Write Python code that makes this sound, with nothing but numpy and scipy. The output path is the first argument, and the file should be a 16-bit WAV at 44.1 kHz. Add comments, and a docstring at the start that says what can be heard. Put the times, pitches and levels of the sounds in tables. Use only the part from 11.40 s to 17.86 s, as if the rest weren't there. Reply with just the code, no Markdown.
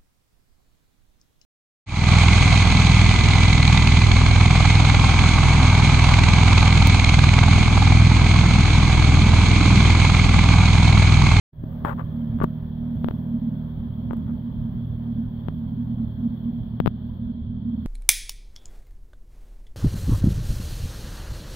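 """A jetboat's V6 idles on a river as the boat drifts off a ramp. Its firings hum, ring the exhaust
pipe into a throb and burble through a gas pocket at the waterline. Water rumbles and washes, the
machinery sizzles faintly, and a thin hiss lies on top. Fingers shift on the hand-held camera:
knocks and short scrapes ring its case, and sharp pops hit the left microphone port."""
import sys
import numpy as np
from scipy import signal
from scipy.fft import rfft, irfft, next_fast_len
from scipy.io import wavfile
from scipy.ndimage import uniform_filter1d, map_coordinates

SR = 44100
rng = np.random.default_rng(int(sys.argv[2]) if len(sys.argv) > 2 else 0)


def output_pcm(signal):
    """Save a mono or channel-first signal as 16-bit PCM at the path in sys.argv[1].

    Samples are clipped to [-1, 1] before scaling.
    """
    pcm = np.clip(np.atleast_2d(signal).T, -1, 1) * 32767
    wavfile.write(sys.argv[1], SR, np.round(pcm).astype(np.int16))


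N = 284908

# Strongest engine lines, ahead of DRONE_GAINS_DB: time_s, harmonic2_db, harmonic3_db, harmonic4_db
DRONE_LEVELS = [(0.25, -35.5, -33.5, -27), (2.15, -39, -32.0, -27), (2.75, -32, -29, -36.5),
                (3.05, -39, -32, -29), (3.45, -39.5, -25.5, -32), (4.2, -37, -33.5, -30.5),
                (4.5, -35.5, -24, -31.5), (5.0, -42.5, -35.5, -34.5), (5.35, -39.5, -30.5, -33.5),
                (6.44, -30.5, -33, -50)]
# Hum and faint whine as the boat drifts: harmonic, start_db, slope_db_per_s
HUM_LINES = [(1, -43.5, -1.5), (5, -39, 0), (8, -61.5, 0.1), (10, -57.5, -0.63), (13, -69.5, 0.5),
             (14, -55, -2.5), (16, -54.5, -2)]
# Lines lifted by the gas pocket: harmonic, level_re_burble_db
POCKET_HARMONICS = [(5, -9.5), (6, -4.5)]
# Exhaust pipe resonances: centre_hz, width_hz, gain_db
PIPE_MODES = [(43.6, 33, -9), (81.7, 14, -5.5), (108.1, 13, -1)]
# Gas pocket under the stern: centre_hz, width_hz, gain_db
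POCKET_MODES = [(183.4, 24, -13), (229.7, 11.25, 7)]
# Outlet dipping in and out of the water, ahead of BURBLE_GAIN_DB: time_s, level_db
BURBLE_LEVELS = [(0.25, -40), (0.79, -29.5), (1.09, -26), (1.19, -34), (1.93, -25.5), (2.17, -26.5),
                 (2.31, -36), (2.95, -25.5), (3.03, -32), (3.67, -32), (3.77, -25), (3.97, -35.5),
                 (4.61, -24.5), (4.73, -34), (4.87, -24.5), (4.97, -33.5), (5.09, -26), (5.23, -36.5),
                 (5.37, -29.0), (5.75, -37.5), (5.89, -30), (6.03, -37.0), (6.29, -26.5), (6.44, -27.5)]
# Noise spectra: freq_hz, gain_db
RUMBLE_SPECTRUM = [(10, -31.5), (22, -11.5), (42, -2.5), (65, 2.5), (130, 2), (245, -7.5), (290, -14),
                   (450, -36), (900, -75.5)]
WASH_SPECTRUM = [(150, -10), (300, 6), (450, -1), (640, 1), (1000, -6), (1300, -12), (1700, -13),
                 (2400, -26), (4200, -29.5), (5500, -40), (8000, -49.5)]
SIZZLE_SPECTRUM = [(2000, -44.5), (2800, -20.5), (3150, -1.5), (3350, 0.5), (3800, -13), (4400, -13.5),
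                   (5200, -31.5), (8000, -50)]
HISS_SPECTRUM = [(3000, -12.5), (8000, -20), (10000, -16), (13000, 2.5), (15700, 3.5), (16000, -26.5)]
# Left-right likeness of the noise: freq_hz, correlation (clipped to 1)
NOISE_CORRELATION = [(30, 1.6), (70, .75), (280, 0.9), (500, 0.62), (700, 0), (1400, 0.23), (3100, 0)]
# Noise balance: freq_hz, left_minus_right_db
NOISE_BALANCE = [(30, -2), (100, -3.5), (550, 1), (700, 2), (1000, 11), (1300, 3.5), (1600, 5.5),
                 (2400, -4), (2900, 7), (3300, 11.5), (4200, 5), (5500, -6.5), (9000, 3), (15000, 0)]
# Swells and dips of the treble: time_s, gain_db
TREBLE_SWELLS = [(.2, 8), (.45, 5), (1.45, .5), (1.7, 7), (1.93, 1), (5.3, 0.5), (5.48, -6.5), (5.72, -1),
                 (6.1, -13.5), (6.42, -1)]
# Knocks on the case: time_s, thud_db, thud_rise_s, ring_db, crack_db
CASE_KNOCKS = [(0.2399, 12.5, 0.0027, -29, -52.5), (0.3285, -40, 0.0011, -38, -38),
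               (0.4496, -3, 0.00032, -3.5, -28), (0.9877, -43, .0005, -27, -36),
               (1.0028, -28, 0.00054, -13, -61), (1.0149, -1.5, 0.00039, -14, -55),
               (1.037, 0, 0.00055, -25, -41), (1.0418, 5, 0.00051, -2, -23),
               (2.7095, -6, 0.00068, -15.5, -48), (2.733, -6.5, 0.00053, -19.5, -29.5),
               (2.769, -50, .0005, -43, -31)]
# Case resonances: centre_hz, width_hz, gain_db
CASE_MODES = [(592, 130, -1), (942, 187, 0.5), (1155, 185, 1.5), (1460, 310, -4), (1860, 740, -10.5)]
# Finger scrapes: start_s, length_s, start_db, fade_db, hiss_gain_db
FINGER_SCRAPES = [(0.447, 0.095, -21, 9.5, -37), (0.576, 0.025, -42, -13, -43),
                  (0.593, 0.051, -26.5, 28.5, -43), (1.011, 0.025, -26.5, -7, -48),
                  (1.034, 0.019, -30, 1, -20.5), (2.703, 0.055, -41, 13, -48),
                  (2.864, 0.062, -48.5, 1.5, -36)]
# Pops on the left port: start_s, level_db, decay_s
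PORT_POPS = [(1.6448, -2.5, 0.0028), (1.686, -1.5, 0.0014), (1.7105, -9, 0.0022), (4.0849, -5.5, 0.0017),
             (5.402, 4, 0.0029), (5.4607, 5, 0.0013), (5.4716, -1.5, 0.00065), (5.4756, -2.5, 0.00065),
             (5.4764, 3.5, 0.0029)]
# Port response to contact sounds: freq_hz, gain_db
PORT_RESPONSE = [(100, 1), (1400, -0.5), (2400, -10), (3300, -2.5), (4300, -11), (5800, -21.5),
                 (8000, -14.5), (10000, -22.5), (13000, -5), (16000, -12)]

FIRING_HZ, WANDER_HZ = 39.26, 0.2
DRONE_GAINS_DB, LINE_SAG_DB = (-3, -4.5, -5.5), 1.73
THROB_DB, THROB_SWING_DB = -37, 5
BURBLE_GAIN_DB, BURBLE_SAG_DB = 0.73, 0.8
FINGER_LIFT_S = 0.016
BAND_LIMIT_HZ = 16500
TIME_S = np.arange(N) / SR


def amp(db):
    """Decibels to gain."""
    return 10 ** (np.asarray(db) / 20)


def unit(x):
    """Scale to rms 1."""
    return x / np.sqrt(np.mean(x ** 2) + 1e-20)


def even(x, span_s):
    """Scale to a running rms near 1."""
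    return x / np.sqrt(np.abs(uniform_filter1d(x * x, int(span_s * SR))) + 1e-3 * np.mean(x * x))


def along(points, hz):
    """Read (freq_hz, value) points on a log axis."""
    freqs_hz, values = np.transpose(points)
    return np.interp(np.log(hz + 1), np.log(freqs_hz + 1), values)


def curves(rows):
    """One per-sample curve for each column after the time."""
    times_s, *columns = np.transpose(rows)
    return [np.interp(TIME_S, times_s, column) for column in columns]


def wobble(rate_hz):
    """Smooth random curve, rate_hz knots a second."""
    return map_coordinates(rng.standard_normal(2048), [TIME_S * rate_hz], mode="wrap")


def filtered(x, response):
    """Apply a complex frequency response."""
    size = next_fast_len(N + SR // 2)
    return irfft(rfft(x, size) * response(np.fft.rfftfreq(size, 1 / SR)), size)[..., :N]


def resonate(x, modes):
    """Parallel band-pass resonances."""
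    return filtered(x, lambda hz: sum(amp(db) * 1j * hz * width / (centre**2 - hz**2 + 1j * hz * width)
                                      for centre, width, db in modes))


def muffle(x, edge_hz, order):
    """Causal low-pass."""
    return signal.sosfilt(signal.butter(order, edge_hz, fs=SR, output="sos"), x)


def colour(x, points, size=2048):
    """Minimum-phase filter through (freq_hz, gain_db) points."""
    cepstrum = irfft(np.log(amp(along(points, np.fft.rfftfreq(size, 1 / SR)))))
    cepstrum[1:size // 2] *= 2
    cepstrum[size // 2 + 1:] = 0
    impulse = irfft(np.exp(rfft(cepstrum)))
    return signal.fftconvolve(x, impulse[None], axes=1)[:, :N]


def place(x, left_db, left_lag_s):
    """Mono to stereo by level and time difference."""
    return np.array([amp(side * left_db / 2)
                     * filtered(x, lambda hz: np.exp(-1j * np.pi * hz * side * left_lag_s))
                     for side in (1, -1)])


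def rush(spectrum, patchy_db):
    """Stereo noise, rms 1, with random gain patches in time and frequency."""
    cells = signal.stft(rng.standard_normal((2, N)), nperseg=512)[2]
    patches = uniform_filter1d(rng.standard_normal(cells.shape[1:]), size=4, axis=0)
    patches = unit(uniform_filter1d(patches, size=10, axis=1))
    pair = signal.istft(cells * amp(patchy_db * patches), nperseg=512)[1][:, :N]

    def mid_side_gains(hz):
        angle = np.arccos(np.clip(along(NOISE_CORRELATION, hz), -1, 1)) / 2
        return amp(along(spectrum, hz)) * [np.cos(angle), np.sin(angle)]

    mid, side = filtered(pair, mid_side_gains)
    stereo = np.array([mid + side, mid - side])
    return unit(filtered(stereo, lambda hz: amp(np.outer([.5, -.5], along(NOISE_BALANCE, hz)))))


def drift_db(base_db, db_per_s, treble_share):
    """Level ramp plus a share of the treble swells."""
    return base_db + db_per_s * TIME_S + treble_share * curves(TREBLE_SWELLS)[0]


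def ticks(times_s, levels_db):
    """Single-sample impulses."""
    return np.bincount(np.round(times_s * SR).astype(int), amp(levels_db), N)


def push(start_s, decay_s, swing_hz, rise_s):
    """Pressure step that leaks away and swings back."""
    t = np.arange(SR // 20) / SR
    shape = (1 - np.exp(-(t / rise_s) ** 2)) * np.exp(-t / decay_s) * np.cos(2 * np.pi * swing_hz * t)
    return np.pad(shape, (round(start_s * SR), N))[:N]


def hum_line(firing_cycles, harmonic, level_db):
    """One harmonic of the firing rate, wavering with the uneven idle."""
    gain = amp(level_db - LINE_SAG_DB * wobble(7) ** 2)
    phase_rad = 2 * np.pi * (harmonic * firing_cycles + rng.random()) + 0.32 * wobble(9)
    return gain * np.sqrt(2) * np.sin(phase_rad)


def engine_hum(firing_cycles, burble_db):
    """Firing harmonics: drone, hum and the lines the gas pocket lifts."""
    drone = zip((2, 3, 4), curves(DRONE_LEVELS), DRONE_GAINS_DB)
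    lines = [(harmonic, db + gain_db) for harmonic, db, gain_db in drone]
    lines += [(harmonic, db + db_per_s * TIME_S) for harmonic, db, db_per_s in HUM_LINES]
    lines += [(harmonic, burble_db + db) for harmonic, db in POCKET_HARMONICS]
    return sum(hum_line(firing_cycles, harmonic, db) for harmonic, db in lines)


def pipe_throb(firing_cycles):
    """Firings above or below average strength make the pipe lope."""
    excess = np.diff(np.floor(firing_cycles), prepend=0) * rng.standard_normal(N)
    lope = muffle(resonate(excess, PIPE_MODES), edge_hz=140.4, order=6)
    return amp(THROB_DB + THROB_SWING_DB * wobble(6.5)) * even(lope, span_s=0.21)


def pocket_burble(firing_cycles, level_db, scatter_db=0.5, jitter_s=0.00093):
    """Exhaust breaks through the water in uneven pulses that ring the gas pocket."""
    onsets = np.flatnonzero(np.diff(np.floor(firing_cycles)))
    weakness, lateness = rng.standard_normal((len(onsets), 2)).T
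    onsets = np.clip(onsets + np.round(lateness * jitter_s * SR).astype(int), 0, N - 1)
    pulses = np.bincount(onsets, amp(-scatter_db * weakness), N)
    burble = muffle(resonate(pulses, POCKET_MODES), edge_hz=262.6, order=16)
    return amp(level_db) * even(burble, span_s=0.12)


def engine():
    """One wandering firing rate drives hum, throb and burble."""
    firing_cycles = np.cumsum(FIRING_HZ + WANDER_HZ * wobble(4)) / SR
    burble_db = curves(BURBLE_LEVELS)[0] + BURBLE_GAIN_DB - BURBLE_SAG_DB * wobble(14) ** 2
    hum = engine_hum(firing_cycles, burble_db)
    exhaust = pipe_throb(firing_cycles) + pocket_burble(firing_cycles, burble_db)
    return place(hum + exhaust, left_db=-2.3, left_lag_s=0.00018)


def water():
    """Churned water rumbles; its wash fades as the boat leaves."""
    rumble = amp(-36.5 + 2.3 * wobble(18)) * rush(RUMBLE_SPECTRUM, patchy_db=3.5)
    wash_db = drift_db(-49, db_per_s=-0.6, treble_share=0.33) + 0.24 * wobble(25)
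    return rumble + amp(wash_db) * rush(WASH_SPECTRUM, patchy_db=1.5)


def machinery_sizzle():
    """Faint, narrow noise band near 3.3 kHz."""
    level_db = drift_db(-66, db_per_s=0.5, treble_share=0.16) + 0.5 * wobble(3) + 0.42 * wobble(40)
    return amp(level_db) * rush(SIZZLE_SPECTRUM, patchy_db=1.3)


def thin_hiss():
    """High hiss that swells and dips."""
    return amp(drift_db(-73, db_per_s=0, treble_share=1)) * rush(HISS_SPECTRUM, patchy_db=1.5)


def case_contact(force, direct):
    """A contact rings the case and partly reaches the ports directly; louder on the left."""
    ring = muffle(resonate(force, CASE_MODES), edge_hz=1510, order=2)
    return ring * amp([[0], [-11]]) + direct * amp([[0], [-2.5]])


def knocks(crack_t60_s=0.0035):
    """Fingers knock the case: low thud, ring and dry crack."""
    times_s, thud_db, rises_s, ring_db, crack_db = np.transpose(CASE_KNOCKS)
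    pushes = sum(amp(db) * push(time_s - rise_s, decay_s=0.0013, swing_hz=138, rise_s=rise_s)
                 for time_s, db, rise_s in zip(times_s, thud_db, rises_s))
    thuds = place(muffle(pushes, edge_hz=1360, order=4), left_db=2.5, left_lag_s=-0.00055)
    burst = rng.standard_normal((2, 300)) * amp(-60 * TIME_S[:300] / crack_t60_s)
    cracks = signal.fftconvolve(ticks(times_s, crack_db - 0.5)[None], burst, axes=1)[:, :N]
    return thuds + case_contact(force=ticks(times_s, ring_db + 22), direct=cracks)


def scrapes():
    """Skin slips over the plastic in dense tiny catches, different at each port."""
    grit = unit(rng.standard_normal((2, N)) * amp(2.5 * wobble(300)) * (rng.random((2, N)) < 0.3))
    rub, hiss = np.zeros((2, N))
    for start_s, length_s, start_db, fade_db, hiss_gain_db in FINGER_SCRAPES:
        progress = np.clip((TIME_S - start_s) / length_s, 0, 1)
        contact = (TIME_S > start_s) * np.clip((start_s + length_s - TIME_S) / FINGER_LIFT_S, 0, 1)
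        stroke = amp(start_db - fade_db * progress) * contact
        rub += amp(14) * stroke
        hiss += amp(hiss_gain_db + 20) * stroke
    return case_contact(force=rub * grit, direct=hiss * grit)


def pops():
    """A fingertip catches on the left port only: pressure steps, each edged with a thin snap."""
    steps = sum(amp(db - 3.5) * push(start_s, decay_s, swing_hz=142, rise_s=0.00009)
                for start_s, db, decay_s in PORT_POPS)
    starts_s, levels_db, _ = np.transpose(PORT_POPS)
    impulses = ticks(starts_s + 0.0002, levels_db - 10.5)
    snaps = impulses - muffle(impulses, edge_hz=13800, order=1)
    return np.array([steps + snaps, np.zeros(N)])


def scene():
    """Boat and river, plus contact sounds coloured by the microphone port."""
    outdoors = engine() + water() + machinery_sizzle() + thin_hiss()
    return outdoors + colour(knocks() + scrapes() + pops(), PORT_RESPONSE)


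def record(dry):
    """The camera fades in, rounds off the highest peaks and limits the band."""
    fade_in_db, = curves([(0, -77), (.115, -97), (.133, -17.5), (.21, -9.5), (.27, -4), (.4, -1.5)])
    faded = dry * amp(fade_in_db)
    rounded = faded / (1 + np.abs(faded / 0.9) ** 6) ** (1 / 6)
    return filtered(rounded, lambda hz: 1 / np.sqrt(1 + (hz / BAND_LIMIT_HZ) ** 160))


dry = scene()
out = record(dry)
output_pcm(out)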